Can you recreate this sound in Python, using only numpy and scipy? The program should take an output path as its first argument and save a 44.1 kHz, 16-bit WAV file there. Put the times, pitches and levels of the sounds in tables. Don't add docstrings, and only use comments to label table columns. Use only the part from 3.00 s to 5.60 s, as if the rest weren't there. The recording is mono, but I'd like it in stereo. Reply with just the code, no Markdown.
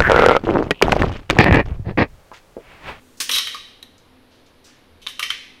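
import sys
import numpy as np
from scipy import signal
from scipy.fft import rfft, irfft
from scipy.io import wavfile
from scipy.ndimage import uniform_filter1d

SR = 44100
rng = np.random.default_rng(int(sys.argv[2]) if len(sys.argv) > 2 else 0)


def persist_wave(psi):
    counts = np.round(np.clip(psi, -1, 1) * 32767).astype(np.int16)
    wavfile.write(sys.argv[1], SR, np.atleast_2d(counts).T)


N = 114660

# (frequency [Hz], relative level [dB])
AIR_SPECTRUM = [(25, 0.5), (49, -15), (123, -7.5), (153, -13), (249, -6.5), (394, -10), (503, -7.5),
                (560, -12.5), (988, -14.5), (2610, -19), (3920, -20.5), (7510, -39), (10700, -32),
                (16000, -44)]
AIR_DB = -52.5
# (frequency [Hz], correlation [0-1])
AIR_CORRELATION = [(30, 0.68), (250, 1), (700, 0.53), (2000, 0.028), (12000, 0.81)]
# (frequency [Hz], rms level [dB], width at half amplitude [Hz])
HUM_BANDS = [(81.7, -65, 10), (254.5, -64, 5.3)]

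# (frequency [Hz], t60 [s])
TAIL_DECAY = [(200, 1.2), (1000, 0.57), (3500, 0.8036), (6000, 0.5827), (15000, 0.65)]
# (frequency [Hz], relative level [dB])
TAIL_SPECTRUM = [(200, -3), (1000, -8), (2000, 2.5), (3500, -1.5), (6000, 3), (10000, -4.5), (15000, -11)]
TAIL_DB, EARLY_DB = -3, -3.5
EARLY_T60_S, FIRST_ECHO_S = 0.14, 0.0025
ECHOES_PER_S = 2500

# (time [s], frequency [Hz], envelope peak [dB], time to peak [s])
LOW_PUSHES = [(0.351, 67, -44, 0.006), (2.27, 32.6, -54, 0.034), (0.27, 255, -44.5, 0.029)]

# (time [s], fade to 1/e [s], level before the fade [dB], band centre [Hz])
TRAY_RUBS = [(0.0, 0.53, -61, 9000), (0.17, 0.03, -49.5, 6700), (0.979, 0.0049, -48.5, 5600),
             (1.307, 0.1, -61.5, 3300), (1.46, 0.016, -55.5, 3900), (1.641, 0.056, -51, 5600),
             (1.654, 0.14, -58.5, 2050)]
RUB_GRAIN_DB, RUB_RISE_S = 1.5, 0.0033

# (frequency [Hz], gain with jar empty [dB], gain with ice in it [dB], t60 [s]), all raised by JAR_DB
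JAR_MODES = [(261, -12, 16.5, 0.34), (486.4, 7.5, -5, 0.089), (1118, 1, -5, 0.059), (1199, -10, 5, 0.24),
             (1930, -8, -1.5, 0.24), (2600, -9, -12, 0.25), (2900, -5, -16, 0.19), (3072, -10.5, 6, 0.27),
             (3065, -6, 7.5, 0.36), (3700, -16.5, -12, 0.15)]
JAR_DB, LOADED_S = 1, 1.5

# (time [s], level before CRACK_DB [dB], crumble decay to 1/e [s], treble shelf [dB])
ICE_CRACKS = [(0.202, -1, 0.0077, 0), (0.211, -6.5, 0.0028, -2), (0.2158, -20, 0.018, 28.5)]
# (frequency [Hz], relative level [dB])
CRACK_SPECTRUM = [(100, -26), (300, -4.5), (480, -8.5), (720, -16.5), (1100, -6), (2000, 3), (4000, 3),
                  (6300, 4.5), (7600, 1.5), (9500, 5.5), (15000, -7)]
CRACK_DB = 6.5

# (time [s], level before KNOCK_DB [dB], chatter decay to 1/e [s], clack pitch [Hz], second pitch [Hz],
#  clack boost [dB], hollow low part [dB], bright tick [dB], drive to jar and room [dB])
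CUBE_KNOCKS = [(0.2921, -7, 0.003, 2920, 1650, 17, -18, 12, 5),
               (0.2938, 3, 0.002, 3150, 1830, 5, 0, -7, -2.5),
               (0.3058, -10.5, 0.0016, 3500, 2900, 6, -2, 8, -5),
               (0.3137, 2, 0.004, 3440, 5750, 10.5, -25, 6.5, -2),
               (0.3221, -8, 0.005, 3200, 4300, 11, 0, 16.5, 5.5),
               (0.3344, -5, 0.0024, 5300, 4000, 11.5, -26, 7, 8.5),
               (0.3395, -9.5, 0.003, 3810, 4640, 13, -9, 9.5, 9.5),
               (0.3505, -4.5, 0.0026, 6000, 3260, 3, -9.5, 11.5, 6),
               (0.3607, -2, 0.0041, 3110, 3670, 8, -0.5, 9, 3),
               (0.378, -11.5, 0.0016, 3140, 1970, 10, 1, 12, 3),
               (0.3831, 5, 0.0037, 3900, 5350, 5.5, -10, 3, -11.5),
               (0.3883, -9, 0.0032, 3700, 2800, 8, 2.5, 8.5, 5.5),
               (0.4707, -9.5, 0.005, 3130, 1997, 13.5, 4, 6.5, 0.5),
               (0.544, -12.5, 0.0037, 1234, 4700, 9.5, 6.5, 0, 1.5),
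               (0.8274, -21, 0.0022, 3900, 1830, 12.5, -10, 11, -4),
               (0.8279, -23.5, 0.0011, 3440, 3780, 11, -4, -4, -9.5),
               (2.0176, -26, 0.0077, 3700, 2600, 4.5, -29, 1, 9.5),
               (2.0664, -8, 0.0006, 3390, 1740, 11, 1, -15, -4.5),
               (2.071, -4, 0.00078, 3500, 4100, 6.5, -4.5, -6, -5.5),
               (2.082, -12.5, .01, 3460, 1810, -11, -8, 5, 4.5),
               (2.1944, -4, 0.0024, 2840, 1240, 9.5, 1.5, 9, 0),
               (2.2262, -9, 0.0022, 1890, 5270, 7, -1, 2.5, 9.5),
               (2.228, -4.5, 0.0024, 3050, 2300, 14.5, 0.5, -1, -3.5),
               (2.3025, -7.5, 0.002, 3120, 1400, 24, -8, 4, -20),
               (2.3041, -4, 0.0019, 2325, 1860, 6.5, -3.5, -6.5, 5)]
# (frequency [Hz], relative level [dB])
KNOCK_SPECTRUM = [(100, -20), (300, -24.5), (500, -14.5), (750, -20.5), (1100, 0), (1500, -3.5), (2100, 1),
                  (3800, 2), (4600, -8), (6000, -6.5), (7400, -14), (8600, -9), (11500, -6.5),
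                  (15000, -23.5)]
KNOCK_DB = 8.5
HOLLOW_HZ, TICK_HZ = 1760, 7450
CLACK_OCT, SECOND_OCT = 0.077, 0.13
TOUCH_S, CONTACT_RISE_S = 0.00061, 0.00088
RIGHT_OWN = 0.92

# (frequency [Hz], gain [dB])
LEFT_RESPONSE = [(300, -0.5), (1100, 4), (2400, 4.5), (4200, 7), (6200, 5.5), (8000, -3), (11000, -3.5),
                 (15000, 3)]
# (frequency [Hz], gain [dB])
RIGHT_RESPONSE = [(300, 4.5), (1100, 6.5), (2400, -3), (4200, -4), (6200, -1), (8000, 3), (11000, -3.5),
                  (15000, -9.5)]
CEILING, EDGE_HZ = 0.85, 15700


def amp(db):
    return 10 ** (np.asarray(db) / 20)


def evened(x):
    return x / np.sqrt(np.mean(x ** 2) + 1e-20)


def read(points, hz):
    f, value = np.transpose(points)
    return np.interp(np.log(hz + 1), np.log(f + 1), value)


def add(mix, s, sound):
    part = mix[..., round(s * SR):][..., :sound.shape[-1]]
    part += sound[..., :part.shape[-1]]


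def bins(size=2048):
    return np.fft.rfftfreq(size, 1 / SR) + 1


def colour(x, db):
    cepstrum = irfft(db * np.log(10) / 20)
    half = len(cepstrum) // 2
    cepstrum[1:half] *= 2
    cepstrum[half + 1:] = 0
    response = irfft(np.exp(rfft(cepstrum)))
    return signal.oaconvolve(x, response[None], axes=1)[:, :x.shape[1]]


def background():
    hz = np.fft.rfftfreq(N, 1 / SR)
    shared, own, hum_noise = rfft(rng.standard_normal((3, N)))
    same = read(AIR_CORRELATION, hz)
    right = same * shared + np.sqrt(1 - same ** 2) * own
    air = evened(irfft(np.array([shared, right]) * amp(read(AIR_SPECTRUM, hz)), N))
    hum = np.zeros(N)
    for f, db, width in HUM_BANDS:
        resonance = 1 / (1 + (2 * (hz - f) / width) ** 2)
        hum += amp(db) * evened(irfft(hum_noise * resonance, N))
    return amp(AIR_DB) * air + hum


def kitchen(x):
    t = np.arange(SR) / SR
    onset = np.clip(t / FIRST_ECHO_S - 1, 0, 1)
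    sparse = rng.standard_normal((2, SR)) * (rng.random((2, SR)) < ECHOES_PER_S / SR)
    early = sparse * onset * amp(-60 * t / EARLY_T60_S)
    early /= np.linalg.norm(early, axis=1, keepdims=True)
    hz, when, z = signal.stft(rng.standard_normal((2, SR)), SR, nperseg=256)
    t60 = read(TAIL_DECAY, hz)[:, None]
    z = z * amp(read(TAIL_SPECTRUM, hz)[:, None] - 60 * when / t60)
    tail = signal.istft(z, SR, nperseg=256)[1][:, :SR] * onset * np.sqrt(20 / SR)
    echoes = amp(EARLY_DB) * early + amp(TAIL_DB) * tail
    return signal.fftconvolve(x, echoes, axes=1)[:, :N]


def thump():
    t, out = np.arange(SR // 3) / SR, np.zeros((2, N))
    for s, hz, db, swell_s in LOW_PUSHES:
        u = t / swell_s
        swell = u * np.exp(1 - u)
        add(out, s, amp(db) * swell * np.sin(2 * np.pi * hz * t))
    return out


def rubs():
    out, hz, t = np.zeros((2, N)), bins(), np.arange(SR // 2) / SR
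    for s, length, db, pitch_hz in TRAY_RUBS:
        grains = rng.standard_normal((2, len(t))) * amp(RUB_GRAIN_DB * rng.standard_normal(len(t)))
        band_db = -28 * np.tanh(np.log2(hz / pitch_hz) ** 2 / 3)
        scrape = evened(colour(grains, band_db))
        envelope = np.minimum(t / RUB_RISE_S, 1) * np.exp(-(t / length) ** 2)
        add(out, s, amp(db) * scrape * envelope)
    return out


def jar(x):
    t, loaded = np.arange(SR // 2) / SR, np.arange(N) > LOADED_S * SR
    out = np.zeros((2, N))
    for hz, empty_db, loaded_db, t60 in JAR_MODES:
        rate = np.log(1000) / t60
        mode = 2 * rate / SR * np.exp(-rate * t) * np.cos(2 * np.pi * hz * t)
        drive = x * np.where(loaded, amp(loaded_db), amp(empty_db))
        out += signal.oaconvolve(drive, mode[None], axes=1)[:, :N]
    return amp(JAR_DB) * out


def contact(chatter_s, size=4096):
    t = np.arange(size) / SR
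    envelope = np.exp(-t / chatter_s) * (1 - np.exp(-t / CONTACT_RISE_S))
    chatter = rng.standard_normal((2, size)) * envelope
    chatter /= np.linalg.norm(chatter, axis=1, keepdims=True)
    chatter[0, 0] += TOUCH_S / chatter_s
    chatter[1] = np.sqrt(1 - RIGHT_OWN ** 2) * chatter[0] + RIGHT_OWN * chatter[1]
    z = rfft(chatter)
    z /= np.sqrt(uniform_filter1d(abs(z) ** 2, size=61, axis=1))
    return irfft(z) * (t < t[-1] / 2)


def cracks():
    out, hz = np.zeros((2, N)), bins()
    for s, db, crumble_s, treble_db in ICE_CRACKS:
        shelf = treble_db * hz / (hz + TICK_HZ)
        tone = CRACK_DB + db + read(CRACK_SPECTRUM, hz) + shelf
        add(out, s, colour(contact(crumble_s), tone))
    return out


def knocks():
    (direct, ring, blows), hz = np.zeros((3, 2, N)), bins()
    low, high = 1 / (1 + (hz / HOLLOW_HZ) ** 4), 1 / (1 + (TICK_HZ / hz) ** 4)
    for s, db, chatter_s, clack_hz, second_hz, clack_db, hollow_db, tick_db, ring_db in CUBE_KNOCKS:
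        first = 1 / (1 + (np.log2(hz / clack_hz) / CLACK_OCT) ** 2)
        second = 1 / (1 + (np.log2(hz / second_hz) / SECOND_OCT) ** 2)
        tone = KNOCK_DB + db + read(KNOCK_SPECTRUM, hz)
        tone += clack_db * (first + second) + hollow_db * low + tick_db * high
        knock = colour(contact(chatter_s), tone)
        add(direct, s, knock)
        add(ring, s, knock * amp(ring_db))
        impulse = np.eye(1, len(hz))
        add(blows, s, colour(impulse, tone + ring_db))
    return direct, ring, blows


def scene():
    direct, ring, blows = knocks()
    snaps, hz = cracks(), bins()
    body = snaps + rubs() + jar(snaps + blows)
    wet = direct + body + kitchen(ring + body)
    left = colour(wet[:1], read(LEFT_RESPONSE, hz))
    right = colour(wet[1:], read(RIGHT_RESPONSE, hz))
    return np.vstack([left, right]) + thump() + background()


def record(dry):
    rounded = dry / (1 + (dry / CEILING) ** 6) ** (1 / 6)
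    lowpass = signal.firwin(255, EDGE_HZ, window=("kaiser", 9), fs=SR)
    return signal.oaconvolve(rounded, lowpass[None], "same")


dry = scene()
out = record(dry)
persist_wave(out)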